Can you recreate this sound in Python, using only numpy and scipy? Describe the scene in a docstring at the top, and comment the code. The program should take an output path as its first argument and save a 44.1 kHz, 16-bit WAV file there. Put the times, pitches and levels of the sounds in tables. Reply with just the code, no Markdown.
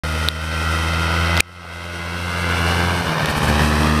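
"""A two-stroke snowmobile comes across a snowy yard and passes close; near the listener it misfires, then
catches again. Low exhaust orders are clean tones, the buzz is a stack of higher orders, and the roar and
hiss are noise gated by the firing; buzz and roar arrive with a short inverted echo. Puffs of gas mark relighting.
The hand-held camera clicks now and then and a finger slips on it: short rings with noise, and a scrape of
band noise. Loud clicks overload the input and duck its gain control."""
import sys
import numpy as np
from scipy import signal
from scipy.fft import rfft, irfft, next_fast_len
from scipy.io import wavfile
from scipy.ndimage import map_coordinates

SR = 44100
rng = np.random.default_rng(int(sys.argv[2]) if len(sys.argv) > 2 else 0)


def ratio_of_db(decibels):
    """Turn decibels (scalar or array-like) into linear amplitude factors; 0 dB maps to 1."""
    return 10 ** (np.asarray(decibels, float) / 20)


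def to_wav(sig):
    """Store sig (one row per channel, or 1-D mono) as 16-bit WAV at the path in sys.argv[1].

    Samples outside -1..1 are clipped; the rate is SR.
    """
    pcm = np.clip(np.atleast_2d(sig), -1, 1) * 32767
    pcm = np.round(pcm).astype(np.int16)
    wavfile.write(sys.argv[1], SR, pcm.T)  # frames by channels


N = 176400

# Engine firing rate. Each row: time in seconds, rate in Hz.
FIRING_RATE_HZ = [(0.04, 78.53), (0.2, 79.66), (0.33, 79.5), (0.84, 81.53), (1.1, 82.7), (1.18, 83.95),
                  (1.29, 84.3), (1.42, 85.7), (1.46, 87.1), (1.54, 88.2), (1.67, 85), (1.87, 86.23),
                  (1.97, 85.76), (2.06, 85.3), (2.2, 87.4), (2.48, 86.72), (2.64, 84.94), (2.73, 85.8),
                  (2.91, 87.64), (2.95, 87.2), (3.01, 86.16), (3.16, 78.6), (3.25, 76.25), (3.38, 74.68),
                  (3.55, 74.15), (3.76, 76.1), (3.83, 75.76), (3.88, 75.9), (4.0, 76.5)]
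# Approach. Each row: time in seconds, roar, buzz and hiss rms in dB before echo and misfires, nearness 0-1.
APPROACH = [(0, -30.5, -29.5, -38, 0.46), (.3, -29, -27.5, -35.5, 0.12), (.8, -27, -26.5, -36.5, 0.36),
            (1.3, -25.5, -23.5, -37, 0.4), (1.8, -19.5, -16, -28.5, 0.37), (2.4, -22.5, -20, -31.5, 0.59),
            (2.9, -24, -26, -35.5, 0.88), (3.2, -22, -29.5, -37.5, 0.98), (3.6, -22, -26, -32.5, 0.94),
            (4, -23.5, -26, -34.5, 0.8)]
# Exhaust orders before misfires. Each row: time in seconds, rms of orders 1, 2, 3 and 4 in dB.
ORDER_LEVELS_DB = [(0, -24.5, -32.5, -38.5, -42.5), (.3, -22.5, -31, -36, -41.5),
                   (.8, -22.5, -31.5, -39, -38.5), (1.3, -20.5, -28, -38.5, -37.5),
                   (1.8, -17, -23.5, -33.5, -30.5), (2.4, -20, -25.5, -35, -35.5),
                   (2.9, -23, -28, -36, -36.5), (3.2, -28.5, -27.5, -30.5, -34), (3.55, -20, -24, -24, -32),
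                   (3.8, -20.5, -25, -24, -31), (4, -21.5, -23, -23, -27.5)]
# One value per exhaust order: phase in radians.
ORDER_PHASE_RAD = [3.1, 4.2, 5.6, 5.0]
# One value per exhaust order: spread of the random level in dB.
ORDER_WOBBLE_DB = [.8, 1.3, 1.6, 2.5]
# One value per exhaust order: share of the misfire dip that it follows, 0-1.
ORDER_MISFIRE_SHARE = [1, 0.041, 0.77, 0.36]
# Misfires, while the charge does not light. Each row: start in seconds, end in seconds, dip in dB.
MISFIRES = [(3.015, 3.058, -18), (3.1, 3.225, -17), (3.25, 3.278, -22), (3.318, 3.362, -22),
            (3.392, 3.428, -24), (3.46, 3.478, -10)]
# Puffs of gas as the charge lights again. Each row: start in seconds, length in seconds, level in dB.
PUFFS = [(3.082, .02, -43), (3.29, 0.025, -35), (3.367, 0.026, -33), (3.427, 0.032, -32.5),
         (3.479, 0.027, -33)]
# Buzz line levels, far and near. Each row: frequency in Hz, relative level in dB.
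BUZZ_FAR_COLOUR = [(250, -28), (400, -18), (600, -1), (900, -17), (1100, -2), (1250, 4), (1450, 1.5),
                   (1700, -9.5), (2000, -12), (2500, -11), (3100, -6), (3600, -17), (4500, -15)]
BUZZ_NEAR_COLOUR = [(250, -12), (400, 6.5), (600, -6.5), (800, 6.5), (1000, 2), (1300, 4), (1700, -3.5),
                    (2200, -15.5), (2800, -2), (3600, -24), (4500, -10)]
# Noise spectra. Each row: frequency in Hz, relative density in dB per Hz.
ROAR_FAR_COLOUR = [(25, -2), (60, -9), (120, 4), (300, -19.5), (500, 4.5), (700, -7), (900, -4), (1400, -6),
                   (2200, -2), (3200, -11), (4500, -11.5), (5700, -11.5), (7000, -40)]
ROAR_NEAR_COLOUR = [(25, -19), (60, -25), (120, 13), (300, -2.5), (600, 4.5), (900, 1.5), (1400, 1),
                    (2200, -4.5), (2800, -6.5), (3400, -8.5), (4500, -10.5), (5700, -14.5), (7000, -28.5)]
HISS_COLOUR = [(4500, -2), (6000, 0), (7000, -7.5), (8500, -1), (10500, -6), (13000, -13.5), (15500, -7),
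               (16500, -29)]
PUFF_COLOUR = [(2500, 1), (4000, -18), (6700, -6), (8500, -3), (13000, -7), (15500, -19), (16500, -37)]
# Echo delay. Each row: time in seconds, lag in ms.
ECHO_LAG_MS = [(0, 1.77), (1.5, 1.72), (2, 1.68), (2.5, 1.61), (3, 1.54), (3.5, 1.45), (4, 1.33)]
# Camera body clicks before the gain control. Each row: start in seconds, ring level in dB, ring frequency
# in Hz, ring T60 in seconds, crack level in dB relative to the ring, before the crack's band filter.
CLICKS = [(.2864, 7, 3790, .0046, -11), (1.3685, -9, 4400, .004, -12), (1.3752, -4, 3500, .004, -7),
          (1.4045, 19, 2440, .010, 4), (1.6503, -2, 800, .009, -30), (3.2585, -8, 3600, .003, -3)]
# Finger slip, one row: start in seconds, end in seconds, level at the end in dB, centre in Hz, width in Hz.
SLIP = (1.395, 1.4022, -13, 3100, 1800)


def in_time(rows):
    """Interpolate the columns of a time table to every sample."""
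    time_s, *columns = np.transpose(rows)
    return [np.interp(np.arange(N) / SR, time_s, column) for column in columns]


def rms_one(x):
    """Scale to rms 1."""
    return x / np.sqrt(np.mean(x ** 2) + 1e-20)


def colour(x, points):
    """Minimum-phase filter that follows a spectrum table; rms 1."""
    size = next_fast_len(N + 8192)
    table_hz, table_db = np.transpose(points)
    bin_hz = np.arange(size // 2 + 1) * SR / size
    log_gain = np.interp(np.log(bin_hz + 1), np.log(table_hz), table_db) * np.log(10) / 20
    # Folding the cepstrum onto positive time gives the minimum phase.
    cepstrum = irfft(log_gain, size)
    cepstrum[1:size // 2] *= 2
    cepstrum[size // 2 + 1:] = 0
    response = np.exp(rfft(cepstrum))
    return rms_one(irfft(rfft(x, size) * response, size)[:N])


def drift(rate_hz, count=1):
    """Random change with spread 1 from a double pole at rate_hz, at every 40th sample."""
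    r = np.exp(-2 * np.pi * rate_hz * 40 / SR)
    noise = rng.standard_normal((count, N // 40 + 2002))
    slow = signal.lfilter([1], [1, -2 * r, r * r], noise)[:, 2000:]
    return slow / slow.std(axis=1, keepdims=True)


def full(slow):
    """Interpolate from every 40th sample to every sample."""
    return np.interp(np.arange(N) / 40, np.arange(slow.size), slow.ravel())


def window(start_s, end_s, edge_s):
    """1 between start and end, with linear edges."""
    t = np.arange(N) / SR
    return np.clip(np.minimum(t - start_s, end_s - t) / edge_s + .5, 0, 1)


def exhaust_orders(turns, dip_db):
    """The four lowest harmonics of the firing as tones with wandering levels."""
    out = np.zeros(N)
    for k, level_db in enumerate(in_time(ORDER_LEVELS_DB)):
        wobble_db = ORDER_WOBBLE_DB[k] * full(drift(18.4))
        gain = ratio_of_db(level_db + ORDER_MISFIRE_SHARE[k] * dip_db + wobble_db)
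        out += np.sqrt(2) * gain * np.cos(2 * np.pi * (k + 1) * turns + ORDER_PHASE_RAD[k])
    return out


def line_level_db(line_hz, points):
    """Level of each line from a colour table, on a log frequency axis."""
    table_hz, table_db = np.transpose(points)
    return np.interp(np.log(line_hz), np.log(table_hz), table_db)


def buzz(turns, rate_hz, near):
    """Higher firing orders, loosely in step so that each firing still makes a downward pulse; rms 1."""
    numbers = np.arange(5, 52)
    phase_spread_rad, wobble_db, flutter_db = .95, 2.5, 1.8
    whine_order, whine_db = 24, 8  # one order stands out as a whine
    k = numbers[:, None]
    line_hz = k * rate_hz[::40]
    far_db = line_level_db(line_hz, BUZZ_FAR_COLOUR)
    near_db = line_level_db(line_hz, BUZZ_NEAR_COLOUR)
    level_db = far_db + (near_db - far_db) * near[::40] ** 2 + whine_db * (k == whine_order)
    chance_db = wobble_db * drift(2.0, len(k)) + flutter_db * drift(30.0, len(k))
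    gains = ratio_of_db(level_db + chance_db[:, :level_db.shape[1]])
    phases_rad = phase_spread_rad * rng.standard_normal(len(k))
    lines = np.zeros(N)
    for n, gain, phase in zip(numbers, gains, phases_rad):
        lines += full(gain) * np.cos(2 * np.pi * n * turns + phase)
    return -rms_one(lines)


def gated_noise(turns, depth):
    """Noise that swells with each firing and flutters at random."""
    gate = 1 + depth * np.cos(2 * np.pi * turns)
    flutter_db = 1.0 * full(drift(18.0))
    return rng.standard_normal(N) * gate * ratio_of_db(flutter_db)


def roar(turns, near):
    """Firing-gated gas noise whose colour crossfades from far to near; rms 1."""
    gas = gated_noise(turns, depth=.25)
    return rms_one((1 - near) * colour(gas, ROAR_FAR_COLOUR) + near * colour(gas, ROAR_NEAR_COLOUR))


def echo(x, lag_ms, near):
    """Add an inverted copy of the middle range that arrives just after, weaker close by."""
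    middle = signal.butter(1, [1080, 4640], "band", fs=SR, output="sos")
    band = signal.sosfiltfilt(middle, x)
    share_far, share_near = .85, .55
    share = share_far + (share_near - share_far) * near
    late = map_coordinates(band, [np.arange(N) - lag_ms * SR / 1000], order=3)
    return x - share * late


def hiss(turns):
    """Treble noise slightly gated by the firing; rms 1."""
    return colour(gated_noise(turns, depth=0.033), HISS_COLOUR)


def snowmobile():
    """Orders, buzz, roar and hiss share one firing phase; each follows the misfires by its own share."""
    rate_hz, = in_time(FIRING_RATE_HZ)
    turns = np.cumsum(rate_hz) / SR  # firing cycles
    roar_db, buzz_db, hiss_db, near = in_time(APPROACH)
    lag_ms, = in_time(ECHO_LAG_MS)
    dip_db = misfire_dip_db()
    body = ratio_of_db(roar_db + 0.033 * dip_db) * roar(turns, near)
    body += ratio_of_db(buzz_db + 0.16 * dip_db) * buzz(turns, rate_hz, near)
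    treble = ratio_of_db(hiss_db + 0.12 * dip_db) * hiss(turns)
    return exhaust_orders(turns, dip_db) + echo(body, lag_ms, near) + treble


def camera_clicks():
    """Each knock of the camera body is a short decaying ring with a bright noise crack."""
    out, t = np.zeros(N + SR), np.arange(2000) / SR
    crack_t60_s = .005
    bright = signal.butter(1, [3000, 10000], "band", fs=SR, output="sos")
    for start_s, level_db, ring_hz, ring_t60_s, crack_db in CLICKS:
        ring = -np.sin(2 * np.pi * ring_hz * t) * ratio_of_db(-60 * t / ring_t60_s)
        noise = signal.sosfilt(bright, rng.standard_normal(2000))
        crack = noise * ratio_of_db(crack_db - 60 * t / crack_t60_s)
        first = int(start_s * SR)
        out[first:first + 2000] += ratio_of_db(level_db) * (ring + crack)
    return out[:N]


def finger_slip():
    """A finger slips just before the loudest click: band noise that swells and breaks off."""
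    start_s, end_s, level_db, centre_hz, width_hz = SLIP
    t = np.arange(N) / SR
    edges_hz = [centre_hz - width_hz / 2, centre_hz + width_hz / 2]
    band = signal.butter(2, edges_hz, "band", fs=SR, output="sos")
    swell = np.clip((t - start_s) / (end_s - start_s), 0, 1)
    release = np.clip(1 - (t - end_s) / .002, 0, 1)
    scrape = rms_one(signal.sosfilt(band, rng.standard_normal(N)))
    return ratio_of_db(level_db) * swell * release * scrape


def misfire_dip_db():
    """Level dip in dB while the charge does not light."""
    return sum(depth_db * window(start_s, end_s, .006) for start_s, end_s, depth_db in MISFIRES)


def relight_puffs():
    """Bursts of coloured gas noise as the charge lights again."""
    gain = sum(ratio_of_db(db) * window(start_s, start_s + length_s, 0.0061) for start_s, length_s, db in PUFFS)
    return gain * colour(rng.standard_normal(N), PUFF_COLOUR)


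def scene():
    """Machine and camera, one channel."""
    return (snowmobile() + camera_clicks() + finger_slip() + relight_puffs())[None]


def roll_off(x):
    """The treble ends steeply here."""
    return signal.sosfilt(signal.butter(12, 15710, fs=SR, output="sos"), x)


def record(dry):
    """Peaks over the limit pull the gain down, it creeps back; the input clips and opens a moment late."""
    limit_db, attack_s, recover_db_per_s, open_s = 0.1, .0022, 20, .0355
    t = np.arange(N) / SR
    over_db = np.maximum(20 * np.log10(np.abs(dry[0]) + 1e-9) - limit_db, 0)
    # Hold each peak while it falls at the recovery rate.
    recovery_db = recover_db_per_s * t
    held_db = np.maximum.accumulate(over_db + recovery_db) - recovery_db
    r = np.exp(-1 / (attack_s * SR))
    cut_db = signal.lfilter([1 - r], [1, -r], held_db)
    gain = ratio_of_db(-cut_db) * (t > open_s)
    clipped = np.clip(dry * gain, -1, 1)
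    lowpass = signal.cheby2(10, 50, 15650, fs=SR, output="sos")
    mix = np.clip(signal.sosfilt(lowpass, clipped), -1, 1)
    return roll_off(mix)


dry = scene()
out = record(dry)
to_wav(out)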